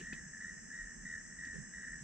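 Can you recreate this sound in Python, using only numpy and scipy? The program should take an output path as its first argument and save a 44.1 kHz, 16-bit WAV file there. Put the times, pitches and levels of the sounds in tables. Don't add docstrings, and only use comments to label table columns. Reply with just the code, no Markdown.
import sys
import numpy as np
from scipy import signal
from scipy.fft import rfft, irfft, next_fast_len
from scipy.io import wavfile
from scipy.ndimage import uniform_filter1d

SR = 44100
rng = np.random.default_rng(int(sys.argv[2]) if len(sys.argv) > 2 else 0)


def elevation(decibels):
    levels = np.asarray(decibels, float)
    return 10 ** (levels / 20)


def log_audio(samples):
    frames = np.atleast_2d(samples).T
    limited = np.clip(frames, -1, 1)
    pcm = np.round(limited * 32767).astype(np.int16)
    wavfile.write(sys.argv[1], SR, pcm)


N = 89831

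# (first stroke [s], level [dB], length [strokes])
NEAR_CHIRPS = [
    (.068, -44.5, 11.8),
    (.411, -42, 9.7),
    (.731, -43, 10.8),
    (1.055, -40, 9.8),
    (1.389, -41.5, 10.4),
    (1.737, -43, 12),
]
# (first stroke [s], level [dB], length [strokes], pitch [Hz])
NEIGHBOUR_CHIRPS = [(0.014, -44.5, 11.7, 1810), (.14, -48, 12, 1743), (.335, -44, 8.3, 1785),
                    (0.435, -46, 3.7, 1763), (0.507, -46.5, 8.4, 1818), (.63, -51.5, 7.7, 1799),
                    (.703, -44.5, 6.5, 1760), (0.86, -46.5, 8.7, 1822), (0.988, -51.5, 5.7, 1804),
                    (1.128, -44, 8.9, 1803), (1.241, -48.5, 11.2, 1836), (1.423, -45.5, 6.4, 1776),
                    (1.509, -42.5, 7.6, 1808), (1.603, -48.5, 7.6, 1821), (1.726, -49, 13.7, 1713),
                    (1.872, -43, 9.7, 1838), (1.958, -47.5, 5.2, 1770), (.123, -39, 1.5, 1832),
                    (.182, -42.5, 1.5, 1854), (.445, -43, 1.5, 1880), (0.7968, -42.5, 3.5, 1865),
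                    (.788, -45, 1.5, 1862), (1.886, -45, 1.5, 1870), (1.09, -47.5, 2.5, 1888),
                    (1.179, -41, 1.9, 1835), (1.82, -44, 3.5, 1873), (1.934, -41, 1.5, 1856),
                    (1.483, -41, 1.9, 1855)]
# (pitch [Hz], level against main tone [dB], share of stroke [0-1], early [s])
WING_TONES = [
    (2896, -36, 0.8, .001),
    (1573, -15.5, 0.484, -.002),
    (3400, -38, 0.26, -0.0048),
]
# (pitch [Hz], level [dB], left lag [s], pitch arch in a stroke [share])
TRILL_VOICES = [
    (8215, -77.5, .000105, 0.027),
    (7790, -62, -0.0019, 0.018),
    (5275, -69, .00005, 0.0098),
    (5550, -75.5, .00002, .012),
    (7450, -75.5, -.00002, 0.017),
    (6210, -66.5, .00004, .02),
]
# (strokes per second [1/s], first stroke [s])
TRILL_PACE = [(51.7, .007), (48.7, .0115), (48.1, .017), (49.5, .01), (50.5, .004), (45.5, .012)]
# (time [s], swell [dB], length [s])
TRILL_SWELLS = [
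    (1.4, 12, 0.81),
    (2.1, 6, 0.54),
    (0.65, 11.5, 0.14),
    (.42, 14.5, 0.099),
    (1.1, 7.5, .5),
    (.6, 2, .5),
]
# (frequency [Hz], level [dB])
CROWD_COLOUR = [(2880, -62), (4900, -24.5), (5210, -8), (6150, 2), (6670, -2), (7710, 1), (8120, 1),
                (8350, -0.5), (8570, -3.5), (11100, -45), (18900, -120)]
# (frequency [Hz], density [dB per Hz])
BLUR_COLOUR = [(4500, -46.5), (5200, -7), (6200, -3), (6700, -7.5), (7900, 0.5), (8050, -5), (8550, -16.5),
               (8800, -43)]
# (frequency [Hz], density [dB per Hz])
FAR_CHIRP_COLOUR = [(650, -68.5), (1100, -28), (1360, -19.5), (1830, -3), (1930, -5), (2130, -21),
                    (2350, -31.5), (4160, -40), (5000, -29), (6500, -59), (11000, -120)]
# (frequency [Hz], density [dB per Hz])
MIDDLE_COLOUR = [(2600, -25.5), (2880, 0), (3150, -27)]
# (frequency [Hz], density [dB per Hz])
SHRILL_COLOUR = [(11500, -40), (11850, -6), (12150, 0), (12450, -8), (12700, -30)]
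# (frequency [Hz], density [dB per Hz])
RUMBLE_COLOUR = [(65, -51), (110, -17), (151, -5), (193, -1.5), (247, -7.5), (274, -13), (500, -28),
                 (650, -68), (1100, -120)]
# (frequency [Hz], density [dB per Hz])
DEEP_COLOUR = [(15, -18), (30, -1), (60, 3.5), (110, -6), (250, -43.5)]
# (frequency [Hz], density [dB per Hz])
HISS_COLOUR = [(150, -25.0), (400, -1), (850, -6.5), (1400, -9), (2500, -9.5), (4300, -27.5), (6000, -53.5)]
# (time [s], level [dB])
GUSTS = [
    (0.0, -60),
    (0.13, -55),
    (0.27, -61),
    (0.49, -59.5),
    (1.07, -59.5),
    (1.17, -58),
    (1.88, -60.5),
    (2.03, -58),
]
# (frequency [Hz], likeness [0-1])
LIKENESS = [(40, .94), (80, .86), (140, .6), (400, .55), (1000, .55), (1900, .9), (3500, .5), (6000, .2)]
# (frequency [Hz], left minus right [dB])
TILT = [(60, -1.5), (200, -3), (700, -2.5), (2380, 2.5), (5000, -1.5), (8120, -1.5)]
# (time [s], level [dB], pitch [Hz], length [s])
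BUMPS = [(.0, -52, 359, 0.019), (.012, -50, 173, 0.044), (.127, -45, 225, .014), (.129, -51.5, 372, .009),
         (.0, -54.5, 42, 0.053), (.08, -56.5, 214.6, .07), (.25, -54.5, 159.4, .06),
         (.43, -58.5, 206, 0.041), (0.606, -59.5, 29.5, 0.038), (0.795, -52, 34.3, 0.083),
         (.93, -59.5, 198.7, 0.042), (0.976, -56, 33, .08), (1.04, -51, 182.3, 0.036),
         (1.128, -58, 84.2, .05), (1.22, -60.5, 198, 0.035), (1.38, -56.5, 170.4, 0.0394),
         (1.46, -58.5, 260, .04), (1.563, -52, 62, 0.03), (1.601, -58.5, 30.3, 0.086),
         (1.751, -58.5, 56.2, 0.044), (1.891, -54.5, 48, .085), (1.93, -54.5, 186.5, 0.041),
         (2.009, -44, 152, 0.028)]
# (time [s], level [dB], pitch [Hz], length [s])
SIDE_KNOCK = [
    (1.548, -47, 162, 0.0596),
    (1.536, -59, 410, 0.0303),
    (1.56, -62.5, 400, .03),
]
# (time [s], level [dB], decay to -60 dB [s])
RUSTLES = [
    (.0, -56, 0.26),
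    (0.127, -56.5, 0.17),
    (1.451, -64.5, 0.13),
    (1.535, -70, 0.37),
    (1.719, -84.5, .08),
    (1.81, -70, 0.086),
    (0.859, -81, 0.052),
    (1.99, -69.5, 0.18),
]
# (frequency [Hz], density [dB per Hz])
LEAF_COLOUR = [(200, -15), (2800, 6.0), (5000, -7), (9000, -17.5), (12900, -18.5)]
# (time [s], peak [dB], pitch [Hz], decay to -60 dB [s])
TICKS = [(.001, -54, 2730, 0.048), (.01, -51, 2880, 0.026), (0.1265, -48, 2630, 0.019),
         (0.13, -43.5, 2560, 0.038), (0.132, -55.5, 4740, 0.027), (.1285, -59.5, 840, 0.017),
         (.129, -62, 570, 0.018), (.4035, -59, 4550, .007), (1.4514, -48.5, 4820, 0.011),
         (1.453, -58, 2580, .006), (1.453, -55, 3400, 0.0054)]

LOW_LAG_S = .00005


def rms_one(x):
    return x / np.sqrt(np.mean(x ** 2) + 1e-20)


def at_hz(points, hz):
    table_hz, value = np.array(points).T
    return np.interp(np.log(hz + 1), np.log(table_hz), value)


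def drift(rate):
    pole = np.exp(-80 * np.pi * rate / SR)
    chance = rng.standard_normal(N // 40 + 2002)
    slow = signal.lfilter([1], [1, -2 * pole, pole * pole], chance)[2000:]
    return np.interp(np.arange(N) / 40, np.arange(len(slow)), rms_one(slow))


def noise(spectrum):
    size = next_fast_len(N)
    hz = np.arange(size // 2 + 1) * SR / size
    inside = (hz > spectrum[0][0]) * (hz < spectrum[-1][0])
    mid, side = rfft(rng.standard_normal((2, size))) * elevation(at_hz(spectrum, hz)) * inside
    alike = np.clip(at_hz(LIKENESS, hz), 0, 1)
    mid, side = np.sqrt(1 + alike) * mid, np.sqrt(1 - alike) * side
    tilt = elevation(at_hz(TILT, hz) / 2)
    left = (mid + side) * tilt * np.exp(-2j * np.pi * hz * LOW_LAG_S)
    right = (mid - side) / tilt
    return rms_one(irfft([left, right], size)[:, :N])


def add_stroke(out, centre_s, length_s, db, hz, bend, lag_s, phase):
    first = int((centre_s - length_s / 2 - abs(lag_s)) * SR)
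    last = first + int((length_s + 2 * abs(lag_s)) * SR) + 2
    i = np.arange(max(first, 0), min(last, N))
    ear_lag = np.array([[lag_s], [0]])
    u = np.clip((i / SR - centre_s - ear_lag) / length_s + .5, 0, 1)
    turn = 2 * np.pi * hz * length_s * (u + bend(u)) + phase
    out[:, i] += elevation(db) * np.sin(np.pi * u ** 1.04) ** 1.33 * np.sin(turn)


def wind():
    gust_db = np.interp(np.arange(N) / SR, *np.transpose(GUSTS))
    gust_db = 0.82 * (gust_db - gust_db.mean())
    rumble = elevation(-59.5 + gust_db + 1.3 * drift(12)) * noise(RUMBLE_COLOUR)
    deep = elevation(-66.5 + gust_db + 2 * drift(8.7)) * noise(DEEP_COLOUR)
    return rumble + deep + elevation(-72) * noise(HISS_COLOUR)


def far_chirpers(low):
    beat = rms_one(np.sqrt(uniform_filter1d(low[0] ** 2, size=3000, origin=1200) + 1e-7))
    return elevation(-59) * beat ** 0.21 * noise(FAR_CHIRP_COLOUR)


def middle_singers():
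    return elevation(-85 + 2.5 * drift(60)) * noise(MIDDLE_COLOUR)


def shrill_buzz():
    return elevation(-94.5 + 0.8 * drift(3.3)) * noise(SHRILL_COLOUR)


def trill_blur():
    return elevation(-58.5) * noise(BLUR_COLOUR)


def bumps_from(rows, pan_db, lag_s):
    out = np.zeros((2, N))
    for (s, db, hz, length_s), luck in zip(rows, rng.random((len(rows), 3))):
        # (pitch ratio, level [dB], delay in lengths)
        parts = [(1.008, 0, 0.497), (1.24, -6, luck[0]), (0.817, -6.5, luck[1])]
        for ratio, part_db, late in parts:
            add_stroke(out, s + length_s * late, 1.4 * length_s / ratio, db + part_db, hz * ratio,
                       lambda u: .04 * (u - u * u), lag_s, 6 * luck[2])
    return out * elevation([[pan_db / 2], [-pan_db / 2]])


def bumps():
    ahead = bumps_from(BUMPS, pan_db=-1, lag_s=.0001)
    return ahead + bumps_from(SIDE_KNOCK, pan_db=-12, lag_s=.0011)


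def rustle():
    t = np.arange(N) / SR
    dying = sum(elevation(db - 60 * np.clip((t - s) / t60, 0, 3)) * (t >= s) for s, db, t60 in RUSTLES)
    return dying * elevation(2.0 * drift(90)) * noise(LEAF_COLOUR)


def ticks():
    out, t = np.zeros((2, N)), np.arange(N) / SR
    for s, db, hz, t60 in TICKS:
        age = np.maximum(t - s, 0)
        dying = elevation(db - 60 * np.minimum(age / t60, 3)) * (age < 2 * t60)
        out += dying * np.minimum(age / 0.00088, 1) * np.sin(2 * np.pi * hz * age)
    return out


def trill(rate, first_s, hz, db, lag_s, arch, wander_db):
    out, level = np.zeros((2, N)), wander_db * drift(0.94)
    for k, luck in enumerate(rng.standard_normal((120, 3))):
        s = first_s + k / rate + .0005 * luck[0]
        if s < N / SR:
            stroke_db = db + level[int(max(s, 0) * SR)] + 0.79 * luck[1]
            add_stroke(out, s, .65 / rate, stroke_db, hz,
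                       lambda u: arch * (1 - np.cos(np.pi * u)) / np.pi, lag_s, 9 * luck[2])
    return out


def clear_trills():
    out, t = np.zeros((2, N)), np.arange(N) / SR
    for pace, voice, (s, swell_db, length_s) in zip(TRILL_PACE, TRILL_VOICES, TRILL_SWELLS):
        swell = elevation(swell_db * np.exp(-((t - s) / length_s) ** 2))
        out += trill(*pace, *voice, wander_db=1.9) * swell
    return out


def trill_crowd():
    out = np.zeros((2, N))
    for hz, (pace, start, lag, pan) in zip(np.linspace(5150, 7550, num=22), rng.random((22, 4))):
        voice = trill(26 + 26 * pace, .03 * start, hz, at_hz(CROWD_COLOUR, hz), 0.00019 * (lag - .5),
                      arch=0.027, wander_db=1.0)
        out += voice * elevation([[2 * pan - 2], [-2 * pan]])
    return elevation(-60.5) * rms_one(out)


def low_crickets():
    out = np.zeros((2, N))
    near_hz, overtone_db = 1879.4, -32
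    rows = [(*row, near_hz, 1) for row in NEAR_CHIRPS] + [(*row, 0) for row in NEIGHBOUR_CHIRPS]
    for (s, db, strokes, hz, near), luck in zip(rows, rng.standard_normal((len(rows), 14, 8))):
        for k in range(int(strokes)):
            swell_db = 1.5 * (np.sin(np.pi * (k + 3) / (strokes + 3)) - 1) + 1.5 * luck[k, 0]
            at = s + 0.002075 + .0105 * k + .0002 * k * k + 0.000403 * luck[k, 1]
            sag = 0.053 * (1 + .6 * luck[k, 1])
            overtones = [(2 * hz, overtone_db - swell_db, .95, .0005), (3350, overtone_db - 0.5, .25, .003)]
            tones = [(hz, 0, 1, 0)] + WING_TONES + overtones * near
            for (tone_hz, tone_db, share, early_s), chance in zip(tones, luck[k, 2:]):
                scattered_hz = tone_hz * (1 + .01 * chance)
                add_stroke(out, at - early_s, .0104 * share, db + swell_db + tone_db, scattered_hz,
                           lambda u: sag * (u - u * u) / 2, LOW_LAG_S, 9 * chance)
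    return out


def woods(song):
    t = np.arange(SR // 2) / SR
    t60_s, onset_s = .3, 0.0076
    tail = rng.standard_normal((2, len(t))) * elevation(-60 * t / t60_s) * np.minimum(t / onset_s, 1)
    return elevation(-13) * signal.fftconvolve(song, tail / np.linalg.norm(tail[0]), axes=1)[:, :N]


def scene():
    low = low_crickets()
    song = low + clear_trills() + trill_crowd()
    floor = wind() + far_chirpers(low) + middle_singers() + shrill_buzz() + trill_blur()
    return song + woods(song) + floor + bumps() + rustle() + ticks()


def top_cut(x):
    return signal.sosfilt(signal.butter(12, 12680, fs=SR, output="sos"), x)


def record(dry):
    return top_cut(dry)


dry = scene()
out = record(dry)
log_audio(out)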